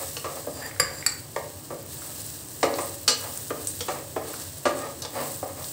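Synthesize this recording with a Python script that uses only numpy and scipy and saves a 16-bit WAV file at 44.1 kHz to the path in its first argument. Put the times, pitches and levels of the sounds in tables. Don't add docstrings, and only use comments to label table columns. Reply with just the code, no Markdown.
import sys
import numpy as np
from scipy import signal
from scipy.fft import rfft, irfft
from scipy.io import wavfile

SR = 44100
rng = np.random.default_rng(int(sys.argv[2]) if len(sys.argv) > 2 else 0)


def wrap_up_sound(samples):
    columns = np.atleast_2d(samples).T
    tamed = np.clip(columns, -1, 1)
    steps = np.round(tamed * 32767).astype(np.int16)
    wavfile.write(sys.argv[1], SR, steps)


N = 252252
EDGE_HZ = 15750

# (frequency [Hz], relative density [dB per Hz])
THUD = [(88, -82), (150, -5), (201, -21.5), (341, -13), (427, -9), (581, -0.5), (643, -5.5), (804, -11.5),
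        (1080, -7.5), (1210, -3.5), (1520, -16.5), (1650, -11), (3390, -18.5), (5110, -18), (9000, -17),
        (11700, -63), (19800, -120)]
# (frequency [Hz], level [dB], time to die by 60 dB [s])
FLOOR_MODES = [(268, -5.5, .3), (328, -6, .32), (360, -3.5, .28), (448, -9, .3), (503, -4, .2),
               (526, -3, .3), (561, .5, .38), (588, 1.5, .42), (698, -6, .26), (789, -4, .27),
               (930, -8, .2), (1015, -9, .2), (1215, -5, .22), (1635, -11, .22), (1912, -16, .25)]


def amp(db):
    return 10 ** (np.asarray(db) / 20)


def evened(x):
    return x / np.sqrt(np.mean(x ** 2) + 1e-20)


def attack_evened(x, size=800):
    return x / np.sqrt(np.mean(x[:size] ** 2) + 1e-20)


def read(points, hz):
    point_hz, value = np.transpose(points)
    return np.interp(np.log(hz + 1), np.log(point_hz), value)


def add(mix, s, sound):
    part = mix[max(round(s * SR), 0):][:len(sound)]
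    part += sound[:len(part)]


def colour(x, points, tilt_db=0, size=4096):
    hz = abs(np.fft.fftfreq(size, 1 / SR))
    tilt = tilt_db * np.log2(np.clip(hz, 300, 9000) / 1000)
    log_gain = np.log(amp(np.maximum(read(points, hz), -90) + tilt))
    taps = np.fft.ifft(np.exp(np.conj(signal.hilbert(log_gain)))).real
    return signal.oaconvolve(x, taps[:size // 2])[:len(x)]


def resonate(x, hz, width):
    turn = np.exp(2j * np.pi * np.cumsum(hz * np.ones(len(x))) / SR)
    r = np.exp(-np.pi * width / SR)
    smooth = signal.lfilter([1], [1, -r], x / turn + 1e-18)
    return 2 * np.sqrt(1 - r) * (turn * smooth).real


def resonate_twice(x, hz, width):
    return resonate(resonate(x, hz, width), hz, width)


def wander(per_s):
    lowpass = np.exp(-(np.fft.rfftfreq(N, 1 / SR) / per_s) ** 2)
    return evened(irfft(rfft(rng.standard_normal(N)) * lowpass, N))


def clicks(per_s, spread_db):
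    size = amp(spread_db * np.minimum(rng.exponential(1, N), 6))
    return size * rng.choice([-1, 1], N) * (rng.random(N) < per_s / SR)


def boiling():
    # (start [s], length [s], level [dB], extra treble of the finest bubbles [dB])
    stirs = [(-.1, 0.15, -32.5, 0), (0.231, 0.17, -38, -2), (0.492, .13, -42.5, -7),
             (0.849, 0.31, -44, -24), (1.304, 0.23, -48.5, -15), (1.858, .45, -37, 0),
             (2.465, 0.29, -40.5, 3), (2.728, .1, -33, -2.5), (3.111, .3, -36.5, 3), (3.548, 0.36, -37, 1),
             (4.219, 0.2, -34, -6), (4.681, .14, -39, -13), (5.101, .2, -35.5, 3.5), (5.563, 0.2, -36, 3.5)]
    flare_s, settle_s = .05, .18
    calm_db, calm_treble_db = -41.5, -1.5
    t = np.arange(N) / SR
    power, fine_power = amp(calm_db) ** 2, amp(calm_db + calm_treble_db) ** 2
    for start, length, db, treble_db in stirs:
        rise = 1 - np.exp(-np.maximum(t - start, 0) / flare_s)
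        settle = np.exp(-np.maximum(t - start - length, 0) / settle_s)
        flare = rise * settle
        power = power + (amp(db) * flare) ** 2
        fine_power = fine_power + (amp(db + treble_db) * flare) ** 2
    return np.sqrt(power), np.sqrt(fine_power)


def sizzle(level, fine_level, fizz_db, crackle_db):
    # (frequency [Hz], relative density [dB per Hz])
    fat_spectrum = [(880, -29), (1500, -12), (1640, -8), (1950, -12), (2110, -17), (2400, -17.5),
                    (2700, -11), (3250, -12.5), (4060, -7), (6750, -7), (8130, 1.5), (9990, -7.5),
                    (12100, -10), (14900, -2), (15500, -1.5)]
    flutter_db, flutter_per_s = 1, 35
    fizz = evened(clicks(per_s=9900, spread_db=2.0))
    pitches = np.linspace(3500, 15000, num=8)
    crackle = evened(sum(resonate(clicks(per_s=85, spread_db=2.5), hz, 1100) for hz in pitches))
    fat = evened(colour(amp(fizz_db) * fizz + amp(crackle_db) * crackle, fat_spectrum))
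    fine = signal.sosfilt(signal.butter(1, 10500, "high", fs=SR, output="sos"), fat)
    flutter = amp(flutter_db * wander(flutter_per_s))
    return (level * (fat - fine) + fine_level * fine) * flutter


def snaps(rows, burst_s):
    out, t = np.zeros(N), np.arange(SR // 40) / SR
    for s, db, hz in rows:
        pitch, width = min(hz, EDGE_HZ), .42 * hz
        burst = rng.standard_normal(len(t)) * np.exp(-t / burst_s)
        snap = resonate_twice(burst, pitch, width)
        add(out, s, amp(db) * snap / abs(snap).max())
    return out


def small_pops(level):
    favoured_hz = (8150, 13700, 15000)
    pops_per_s, peak_db, spread_db = 7.9, -24.5, 2.5
    when, size, kind = rng.random((round(pops_per_s * N / SR), 3)).T
    times = np.searchsorted(np.cumsum(level ** 2) / np.sum(level ** 2), when) / SR
    pitches = np.take(favoured_hz, (kind * len(favoured_hz)).astype(int))
    return list(zip(times, peak_db + spread_db * (2 * size - 1), pitches))


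def pops(level):
    # (time [s], peak level [dB], pitch [Hz])
    large_pops = [(.1335, -23, 14200), (1.8283, -23.5, 14500), (2.218, -22, 9700), (2.2652, -22, 10800),
                  (3.2125, -20, 8900), (3.3752, -15, 8300), (3.499, -17, 15000), (3.6725, -13, 8300),
                  (4.3345, -20, 15000), (4.5837, -22.5, 9600)]
    return snaps(large_pops + small_pops(level), burst_s=0.0005)


def spits():
    # (time [s], dying time [s], level [dB])
    volleys = [(2.806, 0.039, -32.5), (3.671, 0.026, -25.5)]
    t = np.arange(N) / SR
    bubbles = evened(resonate_twice(clicks(per_s=2600, spread_db=1.5), hz=8300, width=1600))
    return bubbles * sum(amp(db) * (t > s) * np.exp(-abs(t - s) / dying_s) for s, dying_s, db in volleys)


def ringing(modes):
    t = np.arange(SR // 2) / SR
    split_hz = rng.uniform(4, 14, len(modes)) * rng.choice([-1, 1], len(modes))
    ring = np.zeros(len(t))
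    for k, ((hz, db, t60), beat_hz) in enumerate(zip(modes, split_hz)):
        pair = np.sin(2 * np.pi * hz * t) + .5 * np.sin(2 * np.pi * (hz + beat_hz) * t)
        ring += (-1) ** k * amp(db - 60 * t / t60) * pair
    return ring


def blows(rows, spectrum, modes, crack, crack_s, wood_db, wood_width):
    out, t = np.zeros(N), np.arange(SR // 2) / SR
    for s, db, tilt_db, rattle_s, ring_db, wood_hz, lowest_hz in rows:
        envelope = np.exp(-t / max(rattle_s, 1 / SR)) + crack * np.exp(-t / crack_s)
        contact = rng.standard_normal(len(t)) * envelope
        wood = resonate_twice(contact, wood_hz, wood_hz * wood_width)
        body = attack_evened(colour(contact, spectrum, tilt_db)) + amp(wood_db) * attack_evened(wood)
        blow = body + amp(ring_db) * attack_evened(ringing(modes))
        low_cut = signal.butter(4, lowest_hz, "high", fs=SR, output="sos")
        add(out, s, amp(db) * attack_evened(signal.sosfilt(low_cut, blow)))
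    return out


def knocks():
    # (time [s], attack level [dB], brightness [dB per octave], rattle time [s],
    # ring of the floor [dB], pitch of the wood [Hz], lowest pitch stirred [Hz])
    landings = [(0.243, -31, -2, 0.032, -1, 1010, 358), (0.4705, -30, -8.5, 0.014, -5.5, 282, 222),
                (1.3625, -26, -3.5, 0.0037, -2.5, 920, 446), (1.704, -34.5, -7.5, 0.035, -6, 282, 217),
                (2.6295, -16.5, -2.5, 0.012, -2, 740, 275), (2.785, -26.5, -2.5, 0.0099, 1, 1150, 307),
                (3.505, -27, -5.5, 0.007, -6.5, 496, 280), (3.883, -26.5, -2, 0.026, -4.5, 750, 256),
                (4.1625, -26, -6.5, 0.014, -13, 610, 250), (4.654, -18, -1.5, 0.023, 3.5, 1180, 220),
                (5.428, -28.5, -8.5, 0.014, -12, 730, 284)]
    return blows(landings, THUD, FLOOR_MODES, crack=0.13, crack_s=0.0015, wood_db=-10.5, wood_width=0.28)


def clacks():
    # (time [s], attack level [dB], brightness [dB per octave], rattle time [s],
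    # ring of the wall [dB], pitch of the wood [Hz], lowest pitch stirred [Hz])
    hits = [(0.1675, -33.5, 1, 0.0066, -18, 2760, 590), (3.0785, -15, 3, 0.019, -3, 7300, 310),
            (3.8065, -30.5, 2.5, 0.01, -18, 3340, 275), (5.0205, -33.5, 8, 0.0076, -7, 4000, 504),
            (5.050, -36, 0.5, 0.0067, -27, 3540, 486)]
    # (frequency [Hz], relative density [dB per Hz])
    contact_spectrum = [(120, -64), (200, 3), (282, 4), (383, -12.5), (476, 7.5), (647, -11), (1200, -9),
                        (1360, -12.5), (2210, -18), (2900, -13.5), (3540, -16.5), (4810, -9.5),
                        (15000, -36)]
    # (frequency [Hz], level [dB], time to die by 60 dB [s])
    wall_modes = [(1215, -5, .22), (1635, -8, .26), (2925, -8.5, .37), (3930, -13, .35), (4160, -4, .17),
                  (4355, 2, .22), (4642, 1, .2), (4958, -3, .22), (5918, -1, .24), (6337, -7, .26),
                  (7255, -6, .2), (8350, -6, .17)]
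    return blows(hits, contact_spectrum, wall_modes, crack=0.16, crack_s=0.0013, wood_db=-10.0, wood_width=0.19)


def stroke(start, length, db, change_db):
    push_s, lift_s = .03, .025
    t = np.arange(N) / SR - start
    contact = np.clip(t / push_s, 0, 1) * np.clip((length - t) / lift_s, 0, 1)
    return contact * amp(db + change_db * np.clip(t / length, 0, 1) ** 2)


def scrape(judder_db, ring_db, rattle_db):
    # (start [s], length [s], level [dB])
    strokes = [(-.02, 0.079, -33), (.28, 0.15, -40.5), (0.543, 0.26, -41.5), (0.853, 0.27, -45.5),
               (1.95, 0.32, -49.5), (2.695, 0.23, -39), (2.852, 0.083, -50), (3.204, 0.13, -35),
               (3.32, 0.13, -47), (3.55, 0.094, -41.5), (3.933, 0.11, -38), (4.2, 0.3, -43.5),
               (4.763, 0.19, -37.5), (5.015, 0.12, -39.5), (5.127, 0.22, -31.5), (5.462, 0.074, -37),
               (5.55, 0.12, -40.5)]
    # (frequency [Hz], relative density [dB per Hz])
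    rub_spectrum = [(150, -39), (250, -4), (351, -15.5), (579, 4.5), (640, -7.5), (708, -2), (932, -9.5),
                    (1010, -4), (1290, -9), (1450, -22), (1680, -14), (3220, -24.5), (5000, -21),
                    (6500, -46), (11000, -120)]
    fade_db = -15.5
    jolts = clicks(per_s=1800, spread_db=0.5) * amp(judder_db * wander(per_s=21))
    rub = evened(colour(jolts, rub_spectrum))
    ring = evened(signal.oaconvolve(jolts, ringing(FLOOR_MODES))[:N])
    rattle = evened(resonate_twice(clicks(per_s=350, spread_db=2.0), hz=2030, width=1370))
    pushing = sum(stroke(*row, fade_db) for row in strokes)
    return evened(rub + amp(ring_db) * ring + amp(rattle_db) * rattle) * pushing


def squeal(drive, s, width, bright_db=0):
    # (pitch lying flat [Hz], pitch on its tip [Hz], width [Hz] before
    # the width factor, level [dB] before the brightness)
    edge_modes = [(1700, 1900, 620, -8), (4780, 4580, 90, 0), (7290, 7720, 150, -4), (7500, 7050, 220, -11),
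                  (9800, 9550, 200, -14), (11620, 11800, 250, -17)]
    # (time [s], tilt [0 flat to 1 on its tip])
    blade_tilt = [(1.04, 0.043), (1.064, 0.92), (1.11, 1), (1.2, .85)]
    tilt = np.interp(s + np.arange(len(drive)) / SR, *np.transpose(blade_tilt))
    out = np.zeros(len(drive))
    for flat, tip, mode_width, db in edge_modes:
        gain = amp(db + bright_db * np.log2(flat))
        out += gain * resonate(drive, flat + (tip - flat) * tilt, mode_width * width)
    return out


def slips(snap):
    # (time [s], level [dB] of the squeal's attack, resonance width [factor],
    # chatter time [s], thud of the pan against the squeal [dB], brightness [dB per octave])
    releases = [(0.7984, -17.5, 0.8, 0.0049, -8, -0.5), (1.0635, -18, 0.96, 0.0037, -52, 0.5)]
    out, t = np.zeros(N), np.arange(SR // 4) / SR
    for s, db, width, chatter_s, thud_db, bright_db in releases:
        chatter = rng.standard_normal(len(t)) * np.exp(-t / chatter_s)
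        drive = chatter / np.linalg.norm(chatter) + snap * (t == 0)
        thud = amp(thud_db) * attack_evened(colour(drive, THUD))
        add(out, s, amp(db) * (attack_evened(squeal(drive, s, width, bright_db)) + thud))
    return out


def drag(judder_db):
    # (start [s], length [s], level [dB], change over the stroke [dB])
    drags = [(0.524, 0.16, -48, 9), (0.795, 0.12, -38, -9), (0.895, 0.14, -41, -1.5),
             (1.088, 0.058, -32.5, -7), (1.146, 0.065, -42, -10)]
    grip = clicks(per_s=7000, spread_db=1.0) * amp(judder_db * wander(per_s=240))
    return evened(squeal(grip, 0, width=0.53)) * sum(stroke(*row) for row in drags)


def scuff_and_creak(width_hz):
    # (start [s], length [s], level [dB], pitch [Hz],
    # unsteadiness of the pitch [fraction], centre of the resonance [Hz])
    rubs = [(0.609, 0.069, -39.5, 930, 0.145, 1740), (4.803, 0.05, -37, 613, 0.034, 1310)]
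    out = np.zeros(N)
    for s, length, db, hz, jitter, resonance_hz in rubs:
        turns = np.cumsum(hz * (1 + jitter * wander(per_s=166)[:round(length * SR)])) / SR
        pulses = sum(np.cos(2 * np.pi * k * turns) for k in range(1, 5))
        tone = resonate(pulses, resonance_hz, width_hz)
        add(out, s, amp(db) * evened(tone) * signal.windows.tukey(len(tone), .5))
    return out


def judders_and_ticks():
    # (time [s], peak level [dB], pitch [Hz])
    small_snaps = [(.712, -32, 1810), (.763, -33, 1710), (1.026, -25.5, 1810), (2.02, -35, 1300),
                   (2.740, -21, 4740), (2.941, -33, 4670), (4.339, -28, 1570), (5.643, -27, 4230)]
    return snaps(small_snaps, burst_s=0.00098)


def burner():
    # (frequency [Hz], relative density [dB per Hz])
    flame_spectrum = [(15, -78), (25, -23), (58, -19), (93, 2), (208, -15.5), (318, -7), (350, -16),
                      (386, -10.5), (425, -16.5), (578, -14.5), (743, -19.5), (1180, -21.5), (1400, -30.5),
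                      (1670, -29.5), (2500, -32), (3250, -28), (5500, -120)]
    # (frequency [Hz], level [dB])
    hum_bands = [(92, -72), (145, -53.5)]
    flame_db = -45
    hum = sum(amp(db) * evened(resonate(rng.standard_normal(N), hz, 7.9)) for hz, db in hum_bands)
    return amp(flame_db) * evened(colour(rng.standard_normal(N), flame_spectrum)) + hum


def kitchen(x):
    # (frequency [Hz], time to die by 60 dB [s])
    echo_times = [(150, 0.99), (600, 0.42), (3000, 0.39), (8000, 0.25), (15000, 0.057)]
    hz, t, bands = signal.stft(rng.standard_normal(SR // 2), SR, nperseg=256)
    decay = amp(-60 * t / read(echo_times, hz)[:, None])
    tail = signal.istft(bands * decay, SR, nperseg=256)[1]
    tail[:SR // 250] = 0
    return signal.oaconvolve(x, tail / np.linalg.norm(tail))[:N]


def scene():
    level, fine_level = boiling()
    frying = sizzle(level, fine_level, fizz_db=-2.5, crackle_db=-13.0) + spits() + pops(level)
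    rubbing = slips(snap=0.36) + drag(judder_db=2) + scuff_and_creak(width_hz=190)
    scraping = scrape(judder_db=2.5, ring_db=-8, rattle_db=-20)
    spatula = knocks() + clacks() + rubbing + judders_and_ticks() + scraping
    echoes = amp(-12.5) * kitchen(frying) + amp(-6.5) * kitchen(spatula)
    sound = frying + spatula + echoes + burner()
    return np.array([sound, sound])


def record(dry):
    ceiling = .75
    rounded = ceiling * np.tanh(dry / ceiling)
    band_limit = signal.firwin(511, EDGE_HZ, window=("kaiser", 9), fs=SR)
    return signal.oaconvolve(rounded, band_limit[None], "same")


dry = scene()
out = record(dry)
wrap_up_sound(out)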